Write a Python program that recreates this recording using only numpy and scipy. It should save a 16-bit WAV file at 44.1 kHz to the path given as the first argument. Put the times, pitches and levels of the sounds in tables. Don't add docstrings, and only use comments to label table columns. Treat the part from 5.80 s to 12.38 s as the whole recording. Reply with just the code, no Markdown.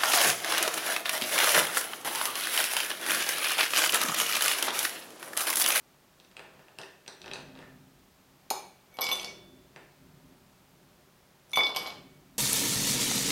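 import sys
import numpy as np
from scipy import signal
from scipy.fft import rfft, irfft
from scipy.io import wavfile
from scipy.ndimage import uniform_filter1d

SR = 44100
rng = np.random.default_rng(int(sys.argv[2]) if len(sys.argv) > 2 else 0)


def transcribe(u):
    v = np.clip(np.atleast_2d(u).T, -1, 1)
    q = np.round(v * 32767).astype(np.int16)
    wavfile.write(sys.argv[1], SR, q)


def linear_from_db(decibels):
    return 10 ** (np.asarray(decibels, float) / 20)


N = 290178


def at_hz(points, hz, column=1):
    points = np.array(points)
    return np.interp(np.log(hz), np.log(points[:, 0]), points[:, column])


def coloured(x, spectrum, low_hz, high_hz):
    hz = np.arange(N // 2 + 1) * SR / N + 1
    shaped = rfft(x) * linear_from_db(at_hz(spectrum, hz))
    in_band = shaped[(hz > low_hz) & (hz < high_hz)]
    return irfft(shaped, N) * N / np.sqrt(2 * np.sum(abs(in_band) ** 2))


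def band_pass(x, band_hz):
    return signal.sosfilt(signal.butter(2, band_hz, "band", fs=SR, output="sos"), x)


def high_pass(x, order, floor_hz):
    return signal.sosfilt(signal.butter(order, floor_hz, "high", fs=SR, output="sos"), x)


def ring(clicks, hz, t60):
    r, w = linear_from_db(-60 / (t60 * SR)), 2 * np.pi * hz / SR
    return signal.lfilter([0, np.sin(w)], [1, -2 * r * np.cos(w), r * r], clicks + 1e-18)


# (f/Hz, level/dB per Hz)
HISS_SPECTRUM = [(20, -3), (55, -7), (150, -3), (400, -3), (800, -2.5), (2000, -8.5), (5000, -12.5),
                 (10000, -17.5), (14000, -16), (15900, -17.5), (16300, -53), (22000, -60)]


def mic_hiss():
    noise = rng.standard_normal(N)
    return linear_from_db(-64) * coloured(noise, HISS_SPECTRUM, low_hz=400, high_hz=16000)


# (f/Hz, width/Hz, level/dB)
TABLE_MODES = [
    [(56, 28, -7.5), (102, 7, -12.5), (144.8, 11, -2), (186, 20, -2)],
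    [(260.9, 9, 1.5), (213, 16, -52)],
    [(377, 24, -1.5), (343, 21, -5), (594, 15, -7)],
]
# (rest level/dB, jolt level/dB, weight of the place, t60/s)
SHAKE = [
    (-67, -2.5, 0.4834, 3.56),
    (-75, -6, 0.96, 2.33),
    (-71, -9.5, -2.5, 1.9),
]
# (t/s, level/dB, place as level/dB gained by the low group, lost by the upper)
JOLTS = [(0.53, -75, -1), (1.48, -51.5, -2.5), (1.67, -64.5, 18.5), (2.4, -72, 3), (3.37, -58.5, -7),
         (3.54, -53.5, -3), (3.72, -72.5, 16.5), (4.25, -54.5, 0.5), (4.47, -61, -0.5), (5.0, -62.5, -3),
         (5.94, -59, 2), (6.05, -57, -4.5), (6.21, -62, 12), (6.55, -69, 13)]
JOLT_RISE_S = 0.11


def table_hum():
    out, t = np.zeros(N), np.arange(0, N, 50) / SR
    for group, (rest_db, jolt_db, weight, t60) in zip(TABLE_MODES, SHAKE):
        power = linear_from_db(rest_db) ** 2
        for s, db, place in JOLTS:
            rise = np.clip(1 + (t - s) / JOLT_RISE_S, 0, 1)
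            fall_db = 60 * np.maximum(t - s, 0) / t60
            power = power + (rise * linear_from_db(db + jolt_db + weight * place - fall_db)) ** 2
        shake = np.interp(np.arange(N) / SR, t, np.sqrt(power))
        for hz, width, db in group:
            hum = ring(rng.standard_normal(N), hz, np.log(1000) / np.pi / width)
            out += linear_from_db(db - 3.5) * shake * hum / hum.std()
    return out


# (f/Hz, t60/s, level/dB)
KITCHEN_TAIL = [(151, 0.72, -21), (420, 0.61, -1), (930, 0.44, 0), (2500, 0.56, -2), (5000, 0.44, -2.5),
                (10030, 0.41, 2), (16100, 0.31, -27)]
# (t/s, level/dB)
ECHOES = [
    (.0015, -6),
    (.0078, -10.5),
    (0.0206, -20.5),
    (.027, -17.5),
]


def kitchen(x):
    t, answer = np.arange(SR) / SR, np.zeros(SR)
    edges = 70 * 2 ** np.arange(0, 8.1, 0.5)
    for low, high in zip(edges, edges[1:]):
        hz = np.sqrt(low * high)
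        decay_db = at_hz(KITCHEN_TAIL, hz, column=2) - 60 * t / at_hz(KITCHEN_TAIL, hz)
        answer += band_pass(rng.standard_normal(SR), [low, high]) * linear_from_db(decay_db)
    answer *= linear_from_db(-29) * np.clip((t - 0.004) / 0.0024, 0, 1)
    for s, db in ECHOES:
        answer[round(s * SR)] += linear_from_db(db)
    return signal.fftconvolve(x, answer)[:N]


# (t/s, level/dB)
SLIDES = [
    [(0.38, -73), (0.57, -76), (0.718, -68), (0.97, -77.5), (1.072, -80), (1.668, -72), (1.752, -64.5),
     (1.914, -73.5), (2.05, -94)],
    [(3.1, -70), (3.222, -74), (3.336, -62), (3.364, -59), (3.522, -65.5), (3.62, -81)],
    [(5.68, -76), (5.788, -62), (5.908, -67), (5.982, -60), (6.13, -56.5), (6.186, -85), (6.3, -77)],
]
# (f/Hz, level/dB per Hz)
SLIDE_COLOUR = [(120, -28), (200, 8), (259, -10), (292, -18), (346, -5), (540, -5.5), (4220, -20),
                (12000, -46), (15600, -75), (22000, -120)]
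GRAINS_PER_S, GRAIN_SPREAD_DB = 1200, 5


def level(rows):
    s, db = np.transpose(rows)
    return linear_from_db(np.interp(np.arange(N) / SR, s, db, left=-200, right=-200))


def ice_slides():
    struck = rng.random(N) < GRAINS_PER_S / SR
    strength = linear_from_db(GRAIN_SPREAD_DB * np.minimum(rng.exponential(1, N), 4))
    grains = struck * strength * rng.choice([-1, 1], N)
    fader = sum(level(rows) for rows in SLIDES)
    return linear_from_db(-6) * fader * coloured(grains, SLIDE_COLOUR, low_hz=1300, high_hz=2000)


CONTACT_S, FILM_S = 0.0002, 0.0009


def knocks(rows, hollow, floor_hz, click_db, second_db, click_t60, tick_db, tick_hz, thud_db):
    out, push, t = np.zeros(N + 2000), np.zeros(N), np.arange(2000) / SR
    noise = rng.standard_normal((len(rows), len(t)))
    ticks = band_pass(noise * np.exp(-t / 0.00066), tick_hz)
    for (s, peak_db, hz, second_hz, sharp_db, low_db), tick in zip(rows, ticks):
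        cube = np.sin(2 * np.pi * hz * t) - linear_from_db(second_db) * np.sin(2 * np.pi * second_hz * t)
        cube *= linear_from_db(peak_db + click_db - 60 * t / click_t60) * (1 - np.exp(-t / CONTACT_S))
        at, sign = round((s + FILM_S) * SR), np.sign(tick[3])
        out[at:at + len(t)] += sign * cube + linear_from_db(sharp_db + tick_db) * tick / abs(tick).max()
        push[at] = sign * linear_from_db(low_db + thud_db)
    thud = sum(linear_from_db(db) * ring(push, hz, t60) for hz, db, t60 in hollow)
    return out[:N], high_pass(thud, 3, floor_hz)


ICE_REACH_DB, ICE_SCATTER_DB = 13.5, 4.5


def ice_ring(rows, modes, gain_db):
    s, db, click_hz = np.transpose([row[:3] for row in rows])
    at = ((s + FILM_S) * SR).astype(int)
    chance, out = rng.standard_normal((len(rows), len(modes), 2)), np.zeros(N)
    for k, (hz, own_db, t60) in enumerate(modes):
        reach_db = -ICE_REACH_DB * abs(np.log2(hz / click_hz))
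        hit_db = db + own_db + gain_db + reach_db + ICE_SCATTER_DB * chance[:, k, 0]
        clicks = np.zeros(N)
        clicks[at] = np.sign(chance[:, k, 1]) * linear_from_db(hit_db)
        out += ring(clicks, hz, t60)
    return signal.lfilter([0.3], [1, -0.7], out)


DAMPING_DB_PER_S = 800


def struck_modes(blows, modes, gain_db, wobble_db, kick):
    t, blows = np.arange(N) / SR, np.array(blows)
    last = np.searchsorted(blows[:, 0], t, side="right") - 1
    since, phase = abs(t - blows[last, 0]), 2 * np.pi * rng.random((len(modes), 2))
    out, knots = np.zeros(N), np.arange(0, N / SR + 0.1, 0.009)
    for k, (hz, partner_hz, partner_db, t60, share_db) in enumerate(modes):
        db = np.where(last >= 0, blows[last, k + 1] - 60 * since / t60, -200)
        db = np.maximum.accumulate(db + DAMPING_DB_PER_S * t) - DAMPING_DB_PER_S * t
        db += wobble_db * np.interp(t, knots, rng.standard_normal(len(knots)))
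        kicks = np.cumsum(kick * rng.standard_normal(len(blows)))
        turn = uniform_filter1d(kicks[last], size=60)
        main = np.sin(2 * np.pi * hz * t + phase[k, 0] + turn)
        partner = np.sin(2 * np.pi * partner_hz * t + phase[k, 1] - turn)
        out += uniform_filter1d(linear_from_db(db), size=24) * linear_from_db(share_db) * (main + linear_from_db(partner_db) * partner)
    return linear_from_db(gain_db) * out


def placed_blows(blows, shape, scatter_db):
    s, db, place = np.transpose(blows)[:, :, None]
    own_db, weight = np.transpose(shape)
    chance_db = scatter_db * rng.standard_normal((len(blows), len(shape)))
    return np.hstack([s, db + own_db + weight * place + chance_db])


# (t/s, click peak level/dB, click f/Hz, thud level/dB)
DISH_KNOCKS = [(0.399, -37, 3930, -83), (0.4464, -42, 3700, -60), (0.513, -38.5, 2560, -81),
               (0.5671, -32.5, 2900, -69), (0.5749, -46, 2500, -47.5), (0.593, -28.5, 2350, -42.5),
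               (0.639, -63, 2520, -51), (0.792, -44, 2440, -50.5), (0.8825, -44.5, 2550, -51),
               (0.9857, -23.5, 2760, -39), (0.9974, -54, 2870, -39.5), (1.0143, -27.5, 3860, -53),
               (1.0329, -29, 1810, -62), (1.262, -37, 2440, -58), (1.2779, -23.5, 3980, -40),
               (1.298, -39, 3930, -58), (1.4163, -27.5, 4020, -77), (1.4419, -33, 2650, -46),
               (1.4593, -29, 3700, -39), (1.4788, -28, 2950, -48), (1.513, -26.5, 3140, -40),
               (1.5342, -20.5, 4300, -38), (1.556, -32, 2540, -42.5), (1.5976, -45, 3180, -50),
               (1.752, -42, 3480, -48), (1.774, -39.5, 2580, -57), (1.7888, -34.5, 2580, -45),
               (1.816, -43, 3300, -64), (1.8253, -37.5, 1580, -51), (3.9605, -30.5, 2150, -43)]
# (f/Hz, level/dB, t60/s)
DISH_THUD = [(147, -30, 0.15), (418, -7, 0.041), (600, 1, 0.0065), (930, 3, 0.0071), (1574, 5.5, 0.0054)]
# (f/Hz, level/dB, t60/s)
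DISH_ICE = [(1560, -4.5, 0.063), (1774, -4, 0.051), (2584, -2, 0.024), (2764, -4, 0.016), (3224, -5, 0.016),
            (3700, -0.5, 0.024), (4000, -3, 0.019), (5940, 0, .025)]
# (t/s, ring level/dB, place as level/dB gained by the lowest pair)
TAPS = [(0.5657, -57.5, 16), (0.9837, -56, 6), (1.2758, -44, 1), (1.416, -57, 4), (1.531, -48.5, 15)]
# (f/Hz, partner f/Hz, partner level/dB, t60/s, share radiated level/dB)
DISH_MODES = [(2710, 2530, 1, .03, -9), (3960, 4050, -5, .14, 0), (4900, 5200, -6, .12, -1),
              (5865, 6130, -1, .015, -6), (8700, 7900, -3, .03, -2)]
# (level/dB, weight of the place)
TAP_SHAPE = [(0, 1), (3, -.7), (-1, -.4), (-9, .3), (-5, 0)]
TOUCH_S = 0.004
DISH_TICK_DB, STEEL_TICK_DB = -29.5, 6.5


def dish_digging():
    rows = []
    for s, db, hz, low_db in DISH_KNOCKS:
        steel = any(abs(s - tap[0]) < TOUCH_S for tap in TAPS)
        tick_db = db + DISH_TICK_DB + STEEL_TICK_DB * steel
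        rows.append((s, db, hz, 3410 + 0.63 * hz, tick_db, low_db))
    click, thud = knocks(rows, DISH_THUD, floor_hz=133, click_db=1, second_db=-9, click_t60=0.0031,
                         tick_db=11.5, tick_hz=[4500, 9500], thud_db=2.5)
    taps = placed_blows(TAPS, TAP_SHAPE, scatter_db=5.5)
    dish = struck_modes(taps, DISH_MODES, gain_db=-9.5, wobble_db=7.5, kick=2.4)
    return click + ice_ring(rows, DISH_ICE, gain_db=-10) + dish, thud


# (f/Hz, level/dB)
SPOON_MODES = [(2380, -2.5), (3760, -3.5), (4235, 1), (5140, -0.5), (5350, -10), (5960, -5.5), (6470, 2.5),
               (6530, -5), (6820, -1.5), (7180, -8), (9580, 0), (3300, -12), (10570, -10), (13700, 2)]
# (f/Hz, level/dB, t60/s)
LOAD_THUMP = [(836, -22, 0.024), (424, -34, 0.027)]
SPOON_S, SPOON_DB, SPOON_T60_S = 2.7032, -32, 0.026
LOAD_S, REBOUND_DB = 2.7108, -16
THUD_FLOOR_HZ = 250


def spoon():
    click, thump = np.zeros(N), np.zeros(N)
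    click[round(SPOON_S * SR)] = linear_from_db(SPOON_DB)
    click[round(LOAD_S * SR)] = linear_from_db(SPOON_DB + REBOUND_DB)
    thump[round(LOAD_S * SR)] = 1
    steel = sum((-1) ** k * linear_from_db(db) * ring(click, hz, SPOON_T60_S) for k, (hz, db) in enumerate(SPOON_MODES))
    load = sum(linear_from_db(db) * ring(thump, hz, t60) for hz, db, t60 in LOAD_THUMP)
    return high_pass(steel + load, 4, THUD_FLOOR_HZ)


# (t/s, ring level/dB, place as level/dB gained by the middle pairs)
RIM_BLOWS = [(2.7035, -49.5, 8), (3.1408, -73.5, 17.5), (3.1865, -77, 14), (3.2095, -62, 33),
             (3.2162, -56, 16), (3.25, -61, 15), (3.289, -59, 13), (3.3148, -46, 6), (3.3295, -48, -8),
             (3.36, -53, -8), (3.413, -65, 5), (3.445, -66, 7), (5.733, -55, -5), (5.7565, -46, 0.5),
             (5.7728, -57, 15), (5.795, -64, 10), (5.855, -65, 6), (5.873, -62, 2.1), (5.948, -66, 10),
             (5.9612, -52, 13.5), (6.028, -70, 20), (6.072, -68, 14.5), (6.103, -76, -1)]
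# (f/Hz, partner f/Hz, partner level/dB, t60/s, share radiated level/dB)
RIM_MODES = [(9410, 9455, -6, .2, -2), (11505, 11560, -5, .15, -2), (12310, 12400, -3, .15, -1),
             (13505, 13550, -4, .13, -5), (15290, 14550, -6, .12, -5)]
# (level/dB, weight of the place)
RIM_SHAPE = [(4, 0.17), (3, 0.81), (-1.5, 1.08), (4, -0.38), (5, 0.38)]


def rim_ring():
    blows = placed_blows(RIM_BLOWS, RIM_SHAPE, scatter_db=1)
    return struck_modes(blows, RIM_MODES, gain_db=0.5, wobble_db=3.5, kick=2.26)


# (t/s, ring level/dB of the first, second and
WALL_BLOWS = [(2.7035, -52.5, -54.5, -51), (2.78, -59, -67, -62), (3.118, -65, -83, -78),
              (3.1408, -54.5, -69, -69), (3.1865, -53, -59, -63), (3.2095, -44, -44, -47),
              (3.2165, -32.5, -38, -35), (3.228, -32, -40, -42), (3.241, -32, -42, -42),
              (3.255, -31.5, -40, -42), (3.268, -33, -47, -56), (3.289, -31, -48, -46),
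              (3.302, -34, -54, -50), (3.3145, -36, -26.5, -37), (3.335, -40, -34, -37),
              (3.352, -53, -42, -42), (3.365, -46, -39, -53), (3.386, -43, -47, -49),
              (3.396, -58, -55, -41), (3.42, -48, -51, -52), (3.445, -51, -47, -58),
              (3.48, -43.5, -53, -51), (3.52, -59, -56, -60), (3.58, -60.5, -58.5, -71),
              (5.7332, -29.5, -29, -48), (5.746, -39, -30, -51), (5.758, -31, -28, -39),
              (5.773, -24, -25, -53), (5.79, -21, -27, -46), (5.808, -27, -24, -47),
              (5.82, -35, -28.5, -57), (5.834, -27, -27, -54), (5.867, -33, -34, -55),
              (5.88, -33, -39, -57), (5.893, -34, -38, -64), (5.92, -42, -45, -66), (5.948, -47, -44, -65),
              (5.961, -35, -37, -52), (5.978, -39, -42, -52), (5.99, -39, -43, -58), (6.005, -39, -44, -61),
              (6.025, -48, -50, -64), (6.059, -41, -49, -59), (6.075, -41.5, -52, -67),
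              (6.103, -47, -57, -69), (6.13, -56, -62, -71), (6.15, -63, -66, -75), (6.17, -55, -65, -75),
              (6.2, -63.5, -72, -79)]
# (f/Hz, partner f/Hz, partner level/dB, t60/s, share radiated level/dB)
TUMBLER_MODES = [
    (2250, 2271, -19, .8, -1),
    (3492, 3528, -22, .85, -1),
    (6058, 6025, -9, .35, -3),
    (1070, 1040, -3, .18, -6),
]


def wall_ring():
    return struck_modes(WALL_BLOWS, TUMBLER_MODES[:-1], gain_db=2, wobble_db=0.9, kick=0.71)


# (t/s, click peak level/dB, click f/Hz, sharp tick level/dB, thud level/dB)
FIRST_LOAD = [(2.7046, -24.5, 4370, -34.5, -31), (2.71, -31, 4160, -51, -39), (2.7289, -44, 5170, -48, -35),
              (3.169, -35, 4130, -50, -47), (3.1867, -26, 3730, -55, -24.5), (3.2101, -23, 5150, -38, -59),
              (3.2166, -16.5, 5480, -38, -52), (3.2268, -22, 5160, -47, -30.5),
              (3.2363, -23, 4940, -49, -40), (3.2409, -21, 5100, -33, -33.5), (3.2665, -20, 3840, -39, -37),
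              (3.2537, -28, 4700, -48, -52), (3.2887, -18.5, 4680, -47, -31.5),
              (3.299, -32, 4200, -46, -45), (3.3134, -17, 3450, -46, -30), (3.3288, -25, 3880, -31.5, -34),
              (3.355, -32, 4700, -39, -46), (3.3743, -37, 4500, -44, -50), (3.3961, -21.5, 3300, -46, -46),
              (3.4132, -30, 5000, -42, -44), (3.4304, -32.5, 4330, -48, -41.5),
              (3.4449, -22.5, 5400, -42, -44.5)]
SECOND_LOAD = [(5.695, -42, 9300, -70, -70), (5.708, -41, 9900, -69, -70), (5.7154, -35, 9600, -49, -69),
               (5.7331, -25.5, 3700, -43, -38.5), (5.758, -19.5, 3550, -37, -39.5),
               (5.7723, -20, 4470, -38, -17.5), (5.7898, -20.5, 5000, -61, -27.5),
               (5.8343, -21, 4800, -52, -52), (5.8446, -25, 5000, -51, -40), (5.8671, -22, 4280, -48, -42),
               (5.8726, -37, 4530, -57, -37), (5.8925, -43, 4550, -50, -33.5),
               (5.9476, -26, 3100, -50, -38), (5.9614, -16.5, 5240, -37.5, -27),
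               (5.9631, -16, 3160, -46, -45), (5.968, -19, 4950, -36, -34), (6.0264, -51, 4050, -63, -37),
               (6.0589, -29, 3060, -67, -35), (6.063, -26.5, 4670, -49, -54), (6.0697, -34, 5260, -45, -44),
               (6.0738, -31.5, 4160, -53, -35.5), (6.103, -29, 3630, -61, -44)]
# (f/Hz, level/dB, t60/s)
TUMBLER_THUD = [(320, -7.5, 0.013), (450, -21, 0.075), (548, -10.5, 0.019), (809, 1.5, 0.01),
                (1012, -1.5, 0.012), (1470, -24, 0.013)]
# (f/Hz, level/dB, t60/s)
GLASS_ICE = [(2840, -5.5, 0.033), (3005, -1, 0.037), (3300, -1.5, 0.021), (4130, -2.5, 0.024),
             (4500, -4, 0.027), (4780, -4.5, 0.023), (5060, 0.5, 0.02), (5305, -7.5, 0.022),
             (5700, -5.5, .025)]
AIR_DB = -8


def tumbler_ice():
    rows = [(s, db, hz, 500 + 0.565 * hz, tick_db, low_db)
            for s, db, hz, tick_db, low_db in FIRST_LOAD + SECOND_LOAD]
    click, thud = knocks(rows, TUMBLER_THUD, floor_hz=THUD_FLOOR_HZ, click_db=-5.5, second_db=-3,
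                         click_t60=0.0077, tick_db=9.5, tick_hz=[4500, 11000], thud_db=-0.5)
    landings = [(row[0], row[-1] + AIR_DB) for row in FIRST_LOAD[3:] + SECOND_LOAD]
    air = struck_modes(landings, TUMBLER_MODES[-1:], gain_db=4.5, wobble_db=2, kick=1.498)
    return click + ice_ring(rows, GLASS_ICE, gain_db=-7.5), thud, air


def scene():
    rub, steel, rim = ice_slides(), spoon(), rim_ring()
    dish_click, dish_thud = dish_digging()
    click, thud, air = tumbler_ice()
    wall = wall_ring() + air
    direct = dish_click + linear_from_db(-20) * dish_thud + click + linear_from_db(-3.5) * thud
    direct = direct + linear_from_db(4) * steel + rub + wall + rim
    sent = linear_from_db(-2) * dish_click + dish_thud + linear_from_db(-3) * click + thud
    sent = sent + steel + rub + linear_from_db(-13) * rim + linear_from_db(-15) * wall
    return (direct + kitchen(sent) + table_hum())[None]


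def roll_off(x):
    return signal.sosfilt(signal.butter(12, 16510, fs=SR, output="sos"), x)


def record(dry):
    heard = signal.sosfilt(signal.butter(6, 15200, fs=SR, output="sos"), dry)
    heard = high_pass(heard + mic_hiss(), 2, 36)
    return roll_off(heard)


dry = scene()
out = record(dry)
transcribe(out)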